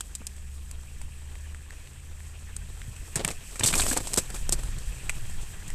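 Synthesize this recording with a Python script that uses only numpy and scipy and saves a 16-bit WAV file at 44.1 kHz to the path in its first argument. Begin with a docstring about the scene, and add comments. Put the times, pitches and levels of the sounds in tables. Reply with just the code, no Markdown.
"""Bike over cracking ice

A fat-tyred bike rolls slowly over snow-covered ice, heard by a small microphone on the frame.
Wind buffets the microphone port as shaped noise; the tread hums as a sine with ringing frame tones.
Snow crunches and hisses in dense clicks; jolts ring the frame as short, dying tones.
Ice crackles in bursts of noise and cracks with a snap, a knock and a thud; dull ticks come from the bike.
"""
import sys
import numpy as np
from scipy import signal
from scipy.io import wavfile

SR = 44100
rng = np.random.default_rng(int(sys.argv[2]) if len(sys.argv) > 2 else 0)


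def digitize_waveform(pressure):
    """Quantize a signal to 16-bit integers and store it at the path in sys.argv[1].

    Rows of a 2-D input are taken as channels; values are limited to [-1, 1].
    """
    field = np.atleast_2d(pressure).T
    bounded = np.clip(field, -1, 1)
    quanta = np.round(bounded * 32767).astype(np.int16)
    wavfile.write(sys.argv[1], SR, quanta)


N = 253134


def from_db(db):
    """Turn decibels into a gain."""
    return 10 ** (np.asarray(db) / 20)


def rms_one(x):
    """Scale a sound so that its average strength (rms) is 1."""
    return x / np.sqrt(np.mean(x ** 2) + 1e-20)


def peak_one(x):
    """Scale a sound so that its highest peak is 1."""
    return x / np.abs(x).max()


def in_time(rows):
    """Draw straight lines between the rows of a curve, giving each column a value at every sample."""
    times, *columns = np.transpose(rows)
    return [np.interp(np.arange(N) / SR, times, column) for column in columns]


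def drift(rate_hz):
    """Wander slowly by chance: noise smoothed twice by a one-pole low-pass, with spread 1."""
    step = 40   # samples between slow values
    warm_up = 2000   # slow values dropped while the filter settles
    pole = np.exp(-2 * np.pi * rate_hz * step / SR)
    noise = rng.standard_normal(N // step + 2 + warm_up)
    slow = signal.lfilter([1], [1, -2 * pole, pole * pole], noise)[warm_up:]
    return np.interp(np.arange(N) / step, np.arange(len(slow)), rms_one(slow))


def resonance(x, hz, width_hz):
    """Favour one pitch, as a body that rings does: two poles, gain 1 on top."""
    pole = np.exp(-np.pi * width_hz / SR)
    feed = np.array([1, 0, -1]) * (1 - pole * pole) / 2
    return signal.lfilter(feed, [1, -2 * pole * np.cos(2 * np.pi * hz / SR), pole * pole], x)


def resonance_twice(x, hz, width_hz):
    """Pass through the same resonance twice, for steeper sides."""
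    return resonance(resonance(x, hz, width_hz), hz, width_hz)


def band(x, low_hz, high_hz):
    """Keep only the pitches between two limits (Butterworth band-pass)."""
    return signal.sosfilt(signal.butter(2, [low_hz, high_hz], "band", fs=SR, output="sos"), x)


def grains(per_s, spread_db):
    """Scatter clicks of uneven size and either sign at random; rms 1."""
    size_db = spread_db * np.minimum(rng.exponential(1, N), 5)
    clicks = from_db(size_db) * rng.choice([-1, 1], N)
    happens = rng.random(N) < per_s / SR
    return rms_one(clicks * happens + 1e-9)


def coloured(x, spectrum, patchy_db, patch_rate_hz):
    """Split into third-octave bands at the levels of a spectrum, flickering partly alone; rms 1."""
    hz, db = np.transpose(spectrum)
    edges = np.geomspace(hz[0], hz[-1], int(3 * np.log2(hz[-1] / hz[0])) + 2)
    together = drift(patch_rate_hz)
    out = 0
    for k, (low, high) in enumerate(zip(edges, edges[1:])):
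        level_db = np.interp(np.log(low * high) / 2, np.log(hz), db)
        flicker_db = patchy_db * (0.96 * together + 0.65 * drift(patch_rate_hz))
        sign = (-1) ** k   # signs alternate so that neighbours add up
        out = out + sign * from_db(level_db + flicker_db) * band(x, low, high)
    return rms_one(out)


# strength of the wind's buffets: (time [s], level [dB])
WIND_LEVEL = [(0.0, -57), (0.03, -43.5), (0.94, -45), (0.99, -34.5), (1.17, -45.5), (2.41, -42.5),
              (3.02, -38), (3.05, -42.5), (3.39, -36), (3.42, -49), (3.49, -40), (3.58, -51), (3.77, -30),
              (3.85, -27), (3.97, -34.5), (4.4, -36), (4.43, -27.5), (4.78, -27), (4.83, -41.5),
              (4.89, -29.5), (4.99, -35), (5.42, -29.5), (5.45, -37.5), (5.74, -32)]
# colour of the deep buffets: (pitch [Hz], level [dB per Hz])
BUFFET_COLOUR = [(9, 4.5), (17, 2.5), (28, -5.5), (45, -4), (70, -14.5), (100, -14)]
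# colour of the lighter flutter: (pitch [Hz], level [dB per Hz])
FLUTTER_COLOUR = [(60, -2.5), (100, 5.5), (140, 3), (200, -7.5), (320, -24)]
FLUTTER_DB, FLUTTER_FOLLOWS = -52.5, 0.93   # level at mean wind; share of the buffets' swing in dB


def wind():
    """Lumpy air pressure pushes on the port: deep buffets with a lighter flutter above."""
    buffet_db, = in_time(WIND_LEVEL)
    flutter_db = FLUTTER_DB + FLUTTER_FOLLOWS * (buffet_db - buffet_db.mean())
    buffet = coloured(rng.standard_normal(N), BUFFET_COLOUR, patchy_db=0.0, patch_rate_hz=22.0)
    flutter = coloured(rng.standard_normal(N), FLUTTER_COLOUR, patchy_db=2.5, patch_rate_hz=27)
    return from_db(buffet_db) * buffet + from_db(flutter_db) * flutter


# strength of the tread hum: (time [s], level [dB])
TREAD_LEVEL = [(0, -49), (.5, -39), (.97, -45), (1.5, -40), (1.9, -49), (2.25, -41.5), (2.9, -48),
               (3.5, -51), (4.3, -69), (5.74, -52.5)]
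HUM_START_HZ, HUM_RISE_HZ_PER_S = 68, 3.7   # the pitch climbs evenly with speed


def tread_hum():
    """Tyre knobs meet the ground ever faster as the bike gathers speed; pitch and level waver."""
    level_db, = in_time(TREAD_LEVEL)
    level_db = level_db + 0.63 * drift(8.5)
    hz = HUM_START_HZ + HUM_RISE_HZ_PER_S * np.arange(N) / SR + 0.35 * drift(2.05)
    tone = np.sqrt(2) * np.sin(2 * np.pi * np.cumsum(hz) / SR)   # rms 1
    return from_db(level_db) * tone


# frame tones kept ringing by the ride: (pitch [Hz], width [Hz], level [dB])
FRAME_TONES = [(42.1, 0.46, -48), (128.8, 0.85, -59), (186.8, 2.6, -64)]


def frame_hum():
    """The ride shakes the frame like noise, and its narrow resonances ring on and waver."""
    shaking = rng.standard_normal(N + SR)   # the first second lets the ringing build up
    out = 0
    for hz, width_hz, level_db in FRAME_TONES:
        ringing = resonance(shaking, hz, width_hz)[SR:]
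        out = out + from_db(level_db) * rms_one(ringing)
    return out


# snow under the tyre: (time [s], crunch level [dB], hiss level [dB])
SNOW_LEVELS = [(0, -57.5, -60), (.5, -58.5, -61.5), (1.7, -55.5, -60), (2.1, -56.5, -60.5),
               (3.4, -53, -55.5), (4.05, -49.5, -48.5), (4.3, -51, -53.5), (4.7, -50.5, -54),
               (5.05, -49, -54), (5.4, -50.5, -55.5), (5.74, -52, -55.5)]
# colour of the crunch before the tyre joins in: (pitch [Hz], level [dB per Hz])
CRUNCH_COLOUR = [(200, 1), (400, 2.5), (650, -3.5), (950, -1), (1400, -4), (2100, -18), (3500, -6),
                 (5000, -17)]
# resonances of the tyre casing: (pitch [Hz], width of each of two passes [Hz], level beside crunch [dB])
TYRE_TONES = [(1756, 620, -3), (2530, 750, -2), (3186, 260, -9.5)]
# colour of the finest crystals: (pitch [Hz], level [dB per Hz])
HISS_COLOUR = [(3000, 2), (4500, 7), (6000, 10), (8500, 6), (10500, 7.5), (13000, 0), (16000, 9.5)]


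def snow():
    """Crystals crush in dense grains that also ring the tyre casing; the finest make a hiss."""
    crunch_db, hiss_db = in_time(SNOW_LEVELS)
    crunch = coloured(grains(6000, spread_db=3.0), CRUNCH_COLOUR, patchy_db=2.5, patch_rate_hz=41)
    for hz, width_hz, level_db in TYRE_TONES:
        knobs = grains(2500, spread_db=1.0) * from_db(2.5 * drift(25))
        crunch = crunch + from_db(level_db) * rms_one(resonance_twice(knobs, hz, width_hz))
    hiss = coloured(grains(12000, spread_db=2.5), HISS_COLOUR, patchy_db=1.22, patch_rate_hz=7.4)
    return from_db(crunch_db) * rms_one(crunch) + from_db(hiss_db) * hiss


# the wheel drops through a plate and jolts the frame: (time [s], peak level [dB], pitch [Hz])
JOLT_EVENTS = [(0.206, -39, 220), (1.016, -57, 108), (2.88, -31.5, 107), (3.161, -23.5, 135),
               (3.25, -26.5, 156), (3.605, -26, 107), (3.642, -19.5, 111), (3.686, -30, 162),
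               (3.732, -26, 145), (3.881, -32.5, 212), (3.914, -23, 268), (3.967, -25.5, 562),
               (4.177, -20.5, 500), (4.525, -29, 360)]
JOLT_T60_S, JOLT_T60_FALL = 0.079, 0.3   # time to fall 60 dB at 100 Hz; power by which pitch shortens it


def jolts():
    """A soft push, a quarter cycle long, sets a low tone ringing."""
    out, t = np.zeros(N + SR), np.arange(SR // 3) / SR
    for start_s, peak_db, hz in JOLT_EVENTS:
        t60_s = JOLT_T60_S * (hz / 100) ** -JOLT_T60_FALL
        push = np.minimum(4 * hz * t, 1)
        ring = np.sin(2 * np.pi * hz * t) * from_db(-60 * t / t60_s) * push
        at = round(start_s * SR)
        out[at:at + len(t)] += from_db(peak_db) * peak_one(ring)
    return out[:N]


# runs of small ice fractures: (start time [s], hold [s], knock level [dB], snap above knock [dB])
CRACKLE_RUNS = [(3.155, 0.032, -41.5, -24), (3.185, 0.06, -50, -11), (3.245, 0.054, -43, -5),
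                (3.59, 0.082, -43, -9), (3.694, 0.11, -40.5, 4.5), (3.833, .1, -44, 7),
                (3.962, 0.0043, -31.5, -7), (4, 0.043, -68, 5), (4.05, 0.099, -55, 3),
                (4.169, 0.013, -38, 2.5), (4.29, 0.013, -49.5, -8), (4.338, 0.051, -55, 2),
                (4.514, 0.012, -44.5, 3), (4.582, 0.055, -54.5, -1)]
FRACTURES_PER_S, FRACTURE_FADE_S = 1400, 0.0033   # the fade is the time to fall to 37 %
RUN_ATTACK_S, RUN_RELEASE_DB_PER_S = 0.0056, 510
RUN_THUD_DB = 5.5   # thud above knock


def crackle():
    """Fractures splinter for a few milliseconds each, with snap, knock and thud at the same moments.
    A run swells, holds and dies away."""
    t = np.arange(N) / SR
    fading = np.exp(-1 / (FRACTURE_FADE_S * SR))
    hits = np.abs(grains(FRACTURES_PER_S, spread_db=6.0))
    bursts = rms_one(signal.lfilter([1], [1, -fading], hits))
    splinters = bursts * rng.standard_normal((3, N))
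    snap = rms_one(band(splinters[0], 3400, 13300))
    knock = rms_one(band(splinters[1], 910, 4400))
    thud = rms_one(band(splinters[2], 50, 614))
    snap_gain, low_gain = np.zeros((2, N))
    for start_s, hold_s, level_db, snap_db in CRACKLE_RUNS:
        swell = np.clip((t - start_s) / RUN_ATTACK_S, 0, 1)
        after_s = np.maximum(t - start_s - RUN_ATTACK_S - hold_s, 0)
        shape = swell * from_db(level_db - RUN_RELEASE_DB_PER_S * after_s)
        low_gain = low_gain + shape
        snap_gain = snap_gain + from_db(snap_db) * shape
    return snap_gain * snap + low_gain * (knock + from_db(RUN_THUD_DB) * thud)


KNOCK_WIDTH_HZ = 1140   # of each of two passes
KNOCK_BROAD, KNOCK_RING = 0.45, 0.35   # gain of broad noise; gain of the clear tone beside a noise peak of 1
SNAP_TOP = 0.27   # gain of the snap's extra top


def sharp_breaks(rows):
    """Each break is a splintery snap, a knock at its own pitch and a dull thud beneath."""
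    out, t = np.zeros(N + SR), np.arange(SR // 5) / SR
    for start_s, snap_db, knock_db, hz, thud_db, t60_s in rows:
        a, b, c = rng.standard_normal((3, len(t)))
        fall = from_db(-60 * t / t60_s) * np.minimum(t / 0.00039, 1)   # quick rise, then decay
        splinters = a * np.abs(b) ** 0.8 * fall   # uneven, spiky grains
        snap = band(splinters, 3500, 10000)
        snap = snap + SNAP_TOP * band(splinters * fall, 8800, 12800)   # the top dies first
        knock = resonance_twice(b * fall, hz, KNOCK_WIDTH_HZ)
        knock = knock + KNOCK_BROAD * band(a * fall, 900, 3800)
        knock = peak_one(knock) + KNOCK_RING * fall * np.sin(2 * np.pi * hz * t)
        thud = band(c * from_db(-60 * t / (0.4 * t60_s)), 210, 1350)   # the thud dies sooner
        at = round(start_s * SR)
        for part, peak_db in (snap, snap_db), (knock, knock_db), (thud, thud_db):
            out[at:at + len(t)] += from_db(peak_db) * peak_one(part)
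    return out[:N]


# dull little ticks from the bike: (time [s], knock peak level [dB])
TICK_EVENTS = [(.3813, -43), (1.3543, -35), (1.5465, -32.5), (1.7062, -33), (1.8734, -35.5), (2.204, -40),
               (2.8169, -30.5)]
TICK_HZ, TICK_T60_S = 1790, 0.0053   # pitch; time to fall 60 dB
TICK_SNAP_DB, TICK_THUD_DB = -9, -15   # beside the knock


def ticks():
    """Parts of the bike tick: very short breaks of one pitch and balance, with the knock on top."""
    rows = []
    for start_s, knock_db in TICK_EVENTS:
        rows.append((start_s, knock_db + TICK_SNAP_DB, knock_db, TICK_HZ, knock_db + TICK_THUD_DB, TICK_T60_S))
    return sharp_breaks(rows)


# single ice cracks: (time [s], snap peak level [dB], knock peak level [dB], knock pitch [Hz],
# thud peak level [dB], time for snap and knock noise to fall 60 dB [s])
CRACK_EVENTS = [(.0071, -24.5, -29.5, 3200, -30.5, 0.022), (.151, -25.5, -36.5, 2440, -58, 0.031),
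                (.2159, -57, -55, 1210, -38, 0.06), (.2678, -23.5, -38, 2560, -60, 0.026),
                (.3647, -43, -55, 2580, -58, 0.011), (.7119, -31, -40, 2700, -49, 0.014),
                (1.0146, -37, -37, 2240, -38.5, 0.026), (2.565, -27, -41, 1260, -41, 0.016),
                (2.963, -35, -44, 2690, -57, 0.021), (3.1563, -17, -24, 1740, -42, 0.068),
                (3.2479, -10, -12, 1930, -25, 0.014), (3.2777, -17.5, -24, 1860, -22, 0.011),
                (3.285, -36, -22, 2650, -34, .032), (3.3115, -26.5, -35.5, 2200, -43, 0.046),
                (3.557, -32.5, -37, 2380, -33, 0.085), (3.5944, -19.5, -31, 2360, -29, 0.044),
                (3.6092, -41, -20.5, 2100, -21, .014), (3.634, -18, -12.5, 3610, -38, 0.049),
                (3.6387, -13.5, -23, 3600, -25, 0.033), (3.6461, -16.5, -22, 2740, -40, 0.062),
                (3.6597, -13, -18, 4490, -41, 0.11), (3.674, -15, -43, 4600, -41, 0.1),
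                (3.685, -36, -21.5, 3180, -34, .041), (3.7024, -34, -25.5, 3100, -39, 0.015),
                (3.7276, -45, -19.5, 2450, -28, 0.032), (3.7377, -23, -13.5, 2430, -23.5, 0.024),
                (3.7534, -13.5, -31, 3370, -45, 0.0074), (3.778, -17.5, -29, 1190, -33, 0.15),
                (3.7965, -23, -18, 3820, -18, .05), (3.806, -15, -27, 1150, -40, 0.019),
                (3.8165, -19.5, -23, 2600, -45, 0.094), (3.8651, -25, -25.5, 2900, -17, 0.014),
                (3.884, -24, -37, 4470, -35, 0.044), (3.8993, -21, -46, 4340, -49, 0.083),
                (3.9128, -25, -20, 1620, -35, 0.045), (3.93, -26, -33, 2500, -32, 0.13),
                (3.968, -30, -31, 1240, -20, 0.028), (3.9725, -16, -25, 1250, -16, 0.027),
                (4.0712, -23.5, -33.5, 2550, -30.5, .048), (4.1336, -15.5, -24, 2290, -36, 0.014),
                (4.14, -13, -24, 2220, -25, .0095), (4.1612, -20, -32, 3200, -33, 0.016),
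                (4.1735, -13, -27, 4060, -22.5, 0.072), (4.1826, -18, -26.5, 2400, -28, 0.038),
                (4.3018, -28.5, -45, 1660, -30, 0.03), (4.3468, -31, -42, 1210, -34, 0.08),
                (4.3622, -31, -36.5, 2330, -40, 0.02), (4.4928, -18, -36, 3660, -23, 0.01),
                (4.5234, -11, -28, 2560, -27, 0.011), (4.5263, -16, -36, 4440, -32, 0.044),
                (4.6337, -35, -39, 2960, -35, 0.042), (4.7846, -36.5, -52, 1970, -50, .031),
                (5.0946, -20, -14, 2405, -31, 0.031), (5.2976, -39, -60, 2455, -42, .023),
                (5.413, -40, -51, 2530, -54, 0.19), (5.678, -37, -54, 1550, -53, .05),
                (5.7024, -29.5, -37, 1960, -45, 0.014)]


def cracks():
    """Ice plates break one by one, each knocking at the pitch of the broken plate."""
    return sharp_breaks(CRACK_EVENTS)


def scene():
    """Add up every source at one microphone, outdoors and close."""
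    background = wind() + tread_hum() + frame_hum() + snow()
    ice_and_bike = jolts() + crackle() + ticks() + cracks()
    return (background + ice_and_bike)[None]


PORT_HZ, PORT_WIDTH_HZ, PORT_DB = 8000, 990, 12.5   # resonance of the microphone port
PEAK_LIMIT = 0.31   # height towards which peaks are rounded
CUTOFF_HZ = 13950


def record(dry):
    """The port lifts a band of treble, peaks are rounded, the top is cut."""
    lifted = dry + (from_db(PORT_DB) - 1) * resonance(dry, PORT_HZ, PORT_WIDTH_HZ)
    rounded = PEAK_LIMIT * np.tanh(lifted / PEAK_LIMIT)
    top_cut = signal.ellip(10, 0.2, 80, CUTOFF_HZ, fs=SR, output="sos")   # steep low-pass
    return signal.sosfilt(top_cut, rounded)


dry = scene()
out = record(dry)
digitize_waveform(out)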